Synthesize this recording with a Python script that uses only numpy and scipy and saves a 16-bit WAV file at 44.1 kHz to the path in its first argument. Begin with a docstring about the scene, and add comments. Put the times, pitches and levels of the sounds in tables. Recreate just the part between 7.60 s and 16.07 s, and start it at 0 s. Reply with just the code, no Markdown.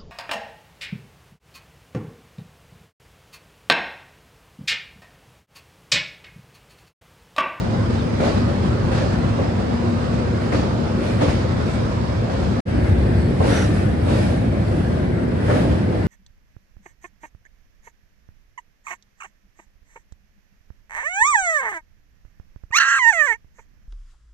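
"""At the open door of a passenger coach, crossing a steel truss bridge.
Rough wheels on rough rail make the deck boom and the girders roar, under hissing treads and a low drone.
Each rail joint brings a clack, a thud and a clank; close steelwork throws back a rush of wheel noise,
and flanges briefly squeal and scrape. Two stretches play, with a short silence between them:
facing along the train, then facing down at the river."""
import sys
import numpy as np
from scipy import signal
from scipy.fft import rfft, irfft, next_fast_len
from scipy.io import wavfile
from scipy.ndimage import uniform_filter1d

SR = 44100
rng = np.random.default_rng(int(sys.argv[2]) if len(sys.argv) > 2 else 0)


def output_pcm(signal):
    """Save a mono or channel-first signal as 16-bit PCM at the path in sys.argv[1].

    Samples are clipped to [-1, 1] before scaling.
    """
    pcm = np.clip(np.atleast_2d(signal).T, -1, 1) * 32767
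    wavfile.write(sys.argv[1], SR, np.round(pcm).astype(np.int16))


N = 373527
TIME = np.arange(N) / SR
N_FFT = next_fast_len(N)
HZ = np.fft.rfftfreq(N_FFT, 1 / SR)
STOP_S = 5.0045  # end of the first stretch

# bogies crossing rail joints, mostly in pairs about 0.7 s apart: t/s, thud level/dB, thud t60/s,
# clank level/dB, clank delay/s, rush level/dB, rush delay/s, rush swell/s
JOINTS = [(.597, -5.5, 0.62, -9, 0.013, -10.5, 0.12, 0.06), (1.298, -15, 0.82, -14, .015, -17, 0.07, 0.049),
          (1.785, -4, 0.65, -10, .015, -23, .035, .05), (2.918, 4.5, 0.49, -16, 0.017, -17, 0.076, .04),
          (3.602, 2, 0.5, -2.5, 0.015, -3.5, 0.068, 0.046), (5.798, -4, 3.2, 1, .004, 4, 0.13, 0.056),
          (6.468, -14, 1, -8, 0.016, -1, 0.113, 0.069), (7.878, 1.5, 1.34, -2.5, .018, -3.5, 0.074, 0.062)]
# stereo balance of sound off the steelwork: f/Hz, left over right/dB
STEEL_PAN = [(100, -0.5), (1700, 0.5), (3000, -2.5), (4700, -6), (6500, -3.5), (8500, 1)]
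# how far the left microphone trails the right: f/Hz, lag/s
LEFT_LAG = [(50, 0.00014), (280, 0.0003), (700, 0.00045), (2000, 0.0004), (6000, 0.000435),
            (8000, 0.000026)]


def amp(db):
    """Decibels to gain."""
    return 10 ** (np.asarray(db) / 20)


def curve(table, hz=HZ, column=1):
    """One column of a spectrum table, interpolated on a log-frequency axis."""
    columns = np.transpose(table)
    return np.interp(np.log(hz + 1), np.log(columns[0] + 1), columns[column])


def fader(table):
    """A level curve, at every sample."""
    return np.interp(TIME, *np.transpose(table))


def peaks(modes):
    """The boost or cut in dB that a set of resonances gives a spectrum."""
    return sum(db / (1 + (2 * (HZ - hz) / width) ** 2) for hz, width, db in modes)


def wander(rate_hz):
    """Random motion of rms 1, up to the given rate."""
    motion = irfft(rfft(rng.standard_normal(N_FFT)) / (1 + (HZ / rate_hz) ** 4), N_FFT)[:N]
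    return motion / motion.std()


def split(x, hz):
    """The bass and the treble of a sound; they sum to it."""
    bass = signal.sosfiltfilt(signal.butter(2, hz, fs=SR, output="sos"), x)
    return bass, x - bass


def stereo_noise(density_db, pan_db=0):
    """Coloured noise at two close microphones: alike in the bass, later on the left."""
    # likeness of the two channels: f/Hz, coherence/0-1
    likeness = [(40, 1), (120, 1), (270, 0.6), (420, 0.5), (750, 0.6), (850, 0.29), (1200, 0), (2500, 0.18),
                (6000, 0.12), (9000, 0.6)]
    common, separate = rfft(rng.standard_normal((2, N_FFT)))
    coherence = curve(likeness)
    left = common * np.exp(-2j * np.pi * HZ * curve(LEFT_LAG))
    right = coherence * common + np.sqrt(1 - coherence ** 2) * separate
    pan = amp(np.array([[.5], [-.5]]) * pan_db)
    pan /= np.sqrt(np.mean(pan ** 2, axis=0))
    return irfft(np.array([left, right]) * pan * amp(density_db), N_FFT)[:, :N] * np.sqrt(SR / 2)


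def rolling(colour, modes, level_db, boom_db, flutter_db, judder_db=.5):
    """Rough wheels on rough rail: the deck booms, the girders roar and the treads hiss, all unsteadily."""
    # slow level rides for deck boom, girder roar and tread hiss: t/s, level/dB
    boom_ride = [(0, -26), (1.4, -24), (2.4, -28), (3.3, -24.5), (4.55, -23.5), (4.95, -26), (5.4, -20.5),
                 (6.45, -25), (6.85, -21.5), (7.7, -27.5), (8.1, -24.5), (8.47, -24.5)]
    roar_ride = [(0, -0.5), (1, 1), (2.1, 0.3), (3.8, 0.6), (4.5, -0.9), (5.2, 1.1), (7.7, 1), (8.47, 1.5)]
    hiss_ride = [(0, 1.5), (.85, 2.5), (1.15, 2.8), (2.6, 1.3), (3.25, 0.9), (4.1, 2.6), (4.6, 1.1),
                 (5.2, 0), (6.4, -1.3), (7.2, -3), (7.65, -3), (8, -2), (8.47, -1.5)]
    noise = stereo_noise(curve(colour) + peaks(modes) + level_db, curve(colour, column=2))
    rumble, hiss = split(noise, hz=1070)
    boom, roar = split(rumble, hz=137.4)
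    judder = wander(35)
    boom = boom / boom.std() * amp(fader(boom_ride) + boom_db)
    roar = roar * amp(fader(roar_ride) + judder_db * judder)
    hiss = hiss * amp(fader(hiss_ride) + flutter_db * (judder + wander(5.7)))
    return boom + roar + hiss


def drone(pitch_hz=236.3, waver_hz=.5, level_db=-.7, throb_db=.8):
    """A wavering low note from the running gear, a little to the left."""
    # swells of the note: t/s, level/dB
    ride = [(0, -36), (.2, -27.5), (.49, -30), (.62, -28), (1, -28.5), (1.3, -32), (1.72, -27), (1.93, -31),
            (2.17, -25.5), (2.6, -27.5), (3, -32), (3.37, -26), (3.8, -34), (5.3, -35), (5.8, -26),
            (6.1, -34), (8.47, -37)]
    cycles = np.cumsum(pitch_hz + waver_hz * wander(12.2)) / SR
    note = np.sqrt(2) * np.sin(2 * np.pi * cycles)
    return note * amp(fader(ride) + level_db + throb_db * wander(13)) * amp([[1.5], [-1.5]])


def lattice_echoes(x, patchy_db=2, from_hz=300):
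    """Echoes from the moving lattice add and cancel, so narrow bands swell and fade at random."""
    hz, _, bands = signal.stft(x, SR, nperseg=1024, noverlap=768)
    patches = uniform_filter1d(rng.standard_normal(bands.shape[1:]), size=3, axis=0)  # across pitch
    patches = uniform_filter1d(patches, size=18, axis=1)  # across time
    depth_db = patchy_db * (hz / (hz + from_hz))[:, None]
    gain = amp(depth_db * patches / patches.std())
    gain /= np.sqrt(np.mean(gain ** 2, axis=1, keepdims=True))
    return signal.istft(bands * gain, SR, nperseg=1024, noverlap=768)[1][:, :N]


def singing_mode(hz, width_hz):
    """A randomly driven resonance with steep skirts that follows the pitch curve hz, rms 1."""
    real, imag = rng.standard_normal((2, 2, len(hz)))
    drift = signal.sosfilt(signal.butter(2, width_hz / 2, fs=SR, output="sos"), real + 1j * imag)
    drift = drift + drift[::-1] / 2  # the microphones share part of the sound
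    tone = (drift * np.exp(2j * np.pi * np.cumsum(hz) / SR)).real
    return tone / tone.std()


def flange_squeals(rough_db=2):
    """Brief, juddering flange contact makes the wheel's modes sing: one in a light touch, many in a rub."""
    # ringing modes of a wheel: f/Hz, width/Hz, level/dB
    wheel_modes = [(940, 70, -41), (1130, 60, -43), (1355, 40, -38.5), (1420, 70, -34.5), (1561, 45, -34),
                   (1690, 90, -41), (1830, 70, -37.5), (2116, 60, -40.5), (3620, 100, -44.5),
                   (3760, 140, -50), (4370, 130, -54), (5744, 140, -46), (5850, 330, -42.5),
                   (6250, 350, -47.5), (7400, 350, -54.5), (8250, 340, -51.5), (10030, 400, -51.5),
                   (10600, 300, -55)]
    # flange on rail: t/s, half length/s, level/dB, f driven hardest/Hz, spread/oct, glide/(oct per s)
    rubs = [(.402, .014, -1, 3600, .1, -6), (4.125, .03, -4, 7700, .15, 0), (5.63, .05, -8, 8350, .06, 0),
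            (5.64, .06, 2, 4370, .08, 0), (5.945, .042, -1, 1700, 1.2, .1),
            (6.02, .034, -1.5, 1300, .22, -1), (5.995, .055, 0, 6000, .9, -.1)]
    out = np.zeros((2, N))
    for s, half_length, db, driven_hz, spread, glide in rubs:
        live = abs(TIME - s) < 2 * half_length
        age = TIME[live] - s
        contact = np.exp(-.5 * (age / half_length) ** 4)
        for hz, width, mode_db in wheel_modes:
            drive = np.exp(-.5 * (np.log2(hz / driven_hz) / spread) ** 2)
            tone = singing_mode(hz * 2 ** (glide * age), width)
            out[:, live] += tone * contact * drive * amp(db + mode_db)
    grip = amp(rough_db * wander(90))
    return out * grip / np.sqrt(np.mean(grip ** 2))


def rail_clacks(rattle_db=.46, hinge_hz=1200, bite_db=7, bite_hz=1900, bite_width_hz=700, bite_s=.013):
    """Each blow sets the crowded modes of rail and girders ringing; loose gear rattles in the tail."""
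    # tone of the struck steel: f/Hz, level/dB
    colour = [(25, -81), (60, -60), (150, -55.5), (330, -48.5), (420, -50.5), (550, -46), (750, -53.5),
              (1050, -61), (1700, -67), (3000, -71.5), (4700, -73.5), (7000, -81.5), (11000, -91)]
    # its resonances: f/Hz, width/Hz, boost/dB
    modes = [(306.4, 11, 6), (537, 140, 0), (752, 38, 2), (1680, 60, -0.5)]
    # its envelope, band by band: f/Hz, base t60/s, attack/s
    ring = [(100, 0.91, 0.0073), (500, 0.44, 0.0049), (1500, 0.66, 0.0016), (4900, 0.9, 0.015),
            (11000, 0.38, 0.0083)]
    # wheels striking rail ends and knocking again: t/s, level/dB, treble tilt/dB, factor on t60
    blows = [(.597, 1.5, -0.5, 0.94), (.612, -1, -5, 0.6), (.636, -6.5, 10.5, .8), (.667, 5, -11, 0.65),
             (.737, -5, -10, .6), (.762, -3.5, -0.5, 0.91), (1.312, -3.5, 6, .6), (1.343, -6.5, 8, .6),
             (1.372, -3.5, 4.5, 0.6), (1.408, -1, -1, .5), (1.451, -4, -5, .4), (1.785, 1, -8, .65),
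             (1.810, -1, -8, 0.55), (2.919, 3, 3, 0.4), (2.944, -1.5, 4, 0.55), (2.985, -2.5, 2, 0.56),
             (3.020, 0.5, -6, 0.65), (3.604, 2.5, 3, 0.69), (3.617, 4, -14, 0.8), (3.680, -3, 6.5, .7),
             (3.770, -5.5, -1, 0.99), (4.695, -6, 4, .7), (4.759, -7, -1, 0.54), (4.790, -11, 4.5, 2.2),
             (5.800, 3, -16, .55), (5.813, 2, -13, .55), (5.835, 2.5, -9, .55), (5.847, 1, -11, 0.7),
             (5.883, -1, -12, 0.46), (6.468, -0.5, -5.5, 2.3), (6.490, -12, 2, 1.6), (6.535, -4, -9, 1.7),
             (7.881, 6.5, -13, 1), (7.903, 4, -9, 0.5), (7.935, 3, -7, 0.74), (7.967, 2, -16, .8),
             (8.030, 2, -16, 0.72), (8.088, -8, 0, 1.6), (8.322, -8, -16, 0.65)]
    steel = stereo_noise(curve(colour) + peaks(modes), curve(STEEL_PAN))
    hz, t, bands = signal.stft(steel, SR, nperseg=256)
    hz = hz[:, None]
    treble = hz ** 2 / (hz ** 2 + hinge_hz ** 2)
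    rim = amp(bite_db) * np.exp(-.5 * ((hz - bite_hz) / bite_width_hz) ** 2)
    power = np.zeros(bands.shape[1:])
    for s, db, tilt_db, ring_factor in blows:
        live = (t > s) & (t < s + 1)
        age = t[live] - s
        attack = 1 - np.exp(-age / curve(ring, hz, column=2))
        bite = rim * np.exp(-age / bite_s)  # the wheel rim bites first
        tail = amp(-60 * age / (ring_factor * curve(ring, hz)))
        power[:, live] += (amp(db + tilt_db * treble) * attack * np.hypot(tail, bite)) ** 2
    clatter = signal.istft(bands * np.sqrt(power), SR, nperseg=256)[1][:, :N]
    return clatter * amp(rattle_db * wander(70))


def deck_thuds(attack_s=.043):
    """Each bogie drops onto the deck, whose low modes build up quickly and rumble on."""
    # deep tone of the deck: f/Hz, level/dB
    colour = [(25, -75), (55, -43), (72, -36), (110, -41.5), (150, -38.5), (240, -51), (290, -39),
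              (380, -61.5), (700, -79), (2000, -110)]
    # its low resonances: f/Hz, width/Hz, boost/dB
    modes = [(71, 14, 0), (104, 15, 4.5), (280, 33, 1)]
    power = np.zeros(N)
    for s, db, t60, *_ in JOINTS:
        age = np.maximum(TIME - s, 0)
        attack = 1 - np.exp(-age / attack_s)
        power += (attack * amp(db - 60 * age / t60)) ** 2
    return stereo_noise(curve(colour) + peaks(modes)) * np.sqrt(power)


def girder_clanks(attack_s=.003):
    """A wheel drops off the rail end and rings the girder beneath; each side hears its own mix of modes."""
    # modes of a cross girder: f/Hz, level/dB, t60/s
    modes = [(243, -24, .25), (512, -19, .3), (548, -21, .26), (640, -21, .2), (762, -22.5, .18),
             (800, -26, .22), (885, -26, .24), (1085, -28, .14)]
    out = np.zeros((2, N))
    for s, _, _, db, delay, *_ in JOINTS:
        live = (TIME > s + delay) & (TIME < s + delay + .5)
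        age = TIME[live] - s - delay
        attack = 1 - np.exp(-age / attack_s)
        for hz, mode_db, t60 in modes:
            phase = rng.uniform(0, 2 * np.pi) + rng.normal(0, .91, (2, 1))
            lag = np.array([[curve(LEFT_LAG, hz)], [0]])
            ring = np.sin(2 * np.pi * hz * rng.uniform(.98, 1.02) * (age - lag) + phase)
            out[:, live] += ring * attack * amp(db + mode_db - 60 * age / t60)
    return out


def steel_rushes(bass_db=-5.5, treble_db=.4, fizz_ahead_db=-4, fade_stretch=1.47):
    """Steelwork mirrors wheel noise into the door, in a whoosh after each joint and at close girders."""
    # tone of the reflected noise: f/Hz, level/dB
    colour = [(30, -88), (250, -57), (550, -47.5), (1100, -64), (1600, -63), (2450, -68), (3000, -72.5),
              (4700, -76.5), (6800, -83.5), (9000, -81.5), (11000, -86.5)]
    # girders sweeping past: t when nearest/s, level/dB, swell/s
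    passes = [(2.84, -8.5, 0.03), (3.475, -2.5, 0.041), (4.11, -6.5, .038), (5.28, -11, 0.022),
              (6.17, -5, 0.054), (7.15, -9.5, 0.095)]
    bass, treble = split(stereo_noise(curve(colour), curve(STEEL_PAN)), hz=1800)
    treble, fizz = split(treble, hz=7000)
    treble = treble + fizz * amp(fizz_ahead_db * (TIME < STOP_S))  # duller when facing along the train
    echoes = [(s + delay, db, swell) for s, *_, db, delay, swell in JOINTS]
    s, db, swell = np.transpose(echoes + list(passes))[:, :, None]
    t = TIME[::64]
    width = np.where(t < s, swell, swell * fade_stretch)
    nearness = np.exp(-.5 * ((t - s) / width) ** 2)
    power = np.interp(TIME, t, np.sum(nearness * amp(db) ** 2, axis=0))
    return (bass * amp(bass_db) + treble * amp(treble_db)) * np.sqrt(power)


def flange_scrapes(centre_hz=1580, half_width_oct=.33, grit_db=1.5):
    """A flange grinds dryly along the rail head, too rough to sing: a gritty band swells and fades."""
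    # dry contacts: t when hardest/s, swell/s, level/dB
    scrapes = [(7.85, .055, -67.5), (7.922, .016, -61.5), (7.985, .025, -64.5)]
    band_db = -10 * np.log10(1 + (np.log2((HZ + 1) / centre_hz) / half_width_oct) ** 4)
    power = sum(amp(db) ** 2 * np.exp(-.5 * ((TIME - s) / swell) ** 2) for s, swell, db in scrapes)
    return stereo_noise(band_db) * np.sqrt(power) * amp(grit_db * wander(120))


def scene():
    """A bed of rolling noise for each stretch, with the joints, steelwork and wheel notes on top."""
    # rolling tone facing along the train, and facing down: f/Hz, level/dB, left over right/dB
    ahead_colour = [(25, -86, -0.1), (43.4, -54.5, -6), (74, -43, 7.5), (109.6, -41.5, -4.5),
                    (138, -45.5, 6), (282, -50, 0), (438, -55.5, -1), (546, -54, 0), (803, -60.5, -4),
                    (1550, -66.5, -0.5), (2750, -77, -1.5), (5080, -80, -8.5), (6320, -87.5, -6),
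                    (8060, -90, -0.5), (10850, -101, 0)]
    down_colour = [(25, -84, 2.2), (45.5, -46.5, 1), (73.6, -38.5, 2.5), (102, -36.5, 1), (131, -44, 0),
                   (278, -48.5, -1), (458, -55.5, 0), (610, -55.5, 0.5), (915, -63, -0.5),
                   (1700, -67.5, 1.5), (3000, -78, -2), (5020, -82.5, -6), (6760, -93, -2.3),
                   (7840, -89, 1), (11000, -94.5, -1)]
    # resonances of deck and coach: f/Hz, width/Hz, boost/dB
    body = [(112, 9.9, 2.5), (200.7, 33, 4), (351, 22.5, 4), (504, 78, 2), (1790, 450, -1)]
    # hollow colour of the doorway when facing down: f/Hz, width/Hz, boost/dB
    doorway = [(1140, 760, -4), (1710, 790, 3.5)]
    ahead = rolling(ahead_colour, body, level_db=-1, boom_db=.5, flutter_db=.5)
    down = rolling(down_colour, body + doorway, level_db=-.32, boom_db=1, flutter_db=.45)
    bed = lattice_echoes(np.where(TIME < STOP_S, ahead, down) + steel_rushes())
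    impacts = rail_clacks() + girder_clanks() + deck_thuds()
    return bed + impacts + drone() + flange_squeals() + flange_scrapes()


def record(dry, resume_s=5.053, fade_s=.042, low_cut_hz=20, high_cut_hz=11500):
    """The band-limited sound drops out between the stretches and fades back in."""
    gate = np.where(TIME < STOP_S, 1, np.clip((TIME - resume_s) / fade_s, 0, 1))
    gated = signal.sosfilt(signal.butter(2, low_cut_hz, "high", fs=SR, output="sos"), dry) * gate
    lowpass = signal.firwin(301, high_cut_hz, window=("kaiser", 9), fs=SR)
    return signal.oaconvolve(gated, lowpass[None], "same")


dry = scene()
out = record(dry)
output_pcm(out)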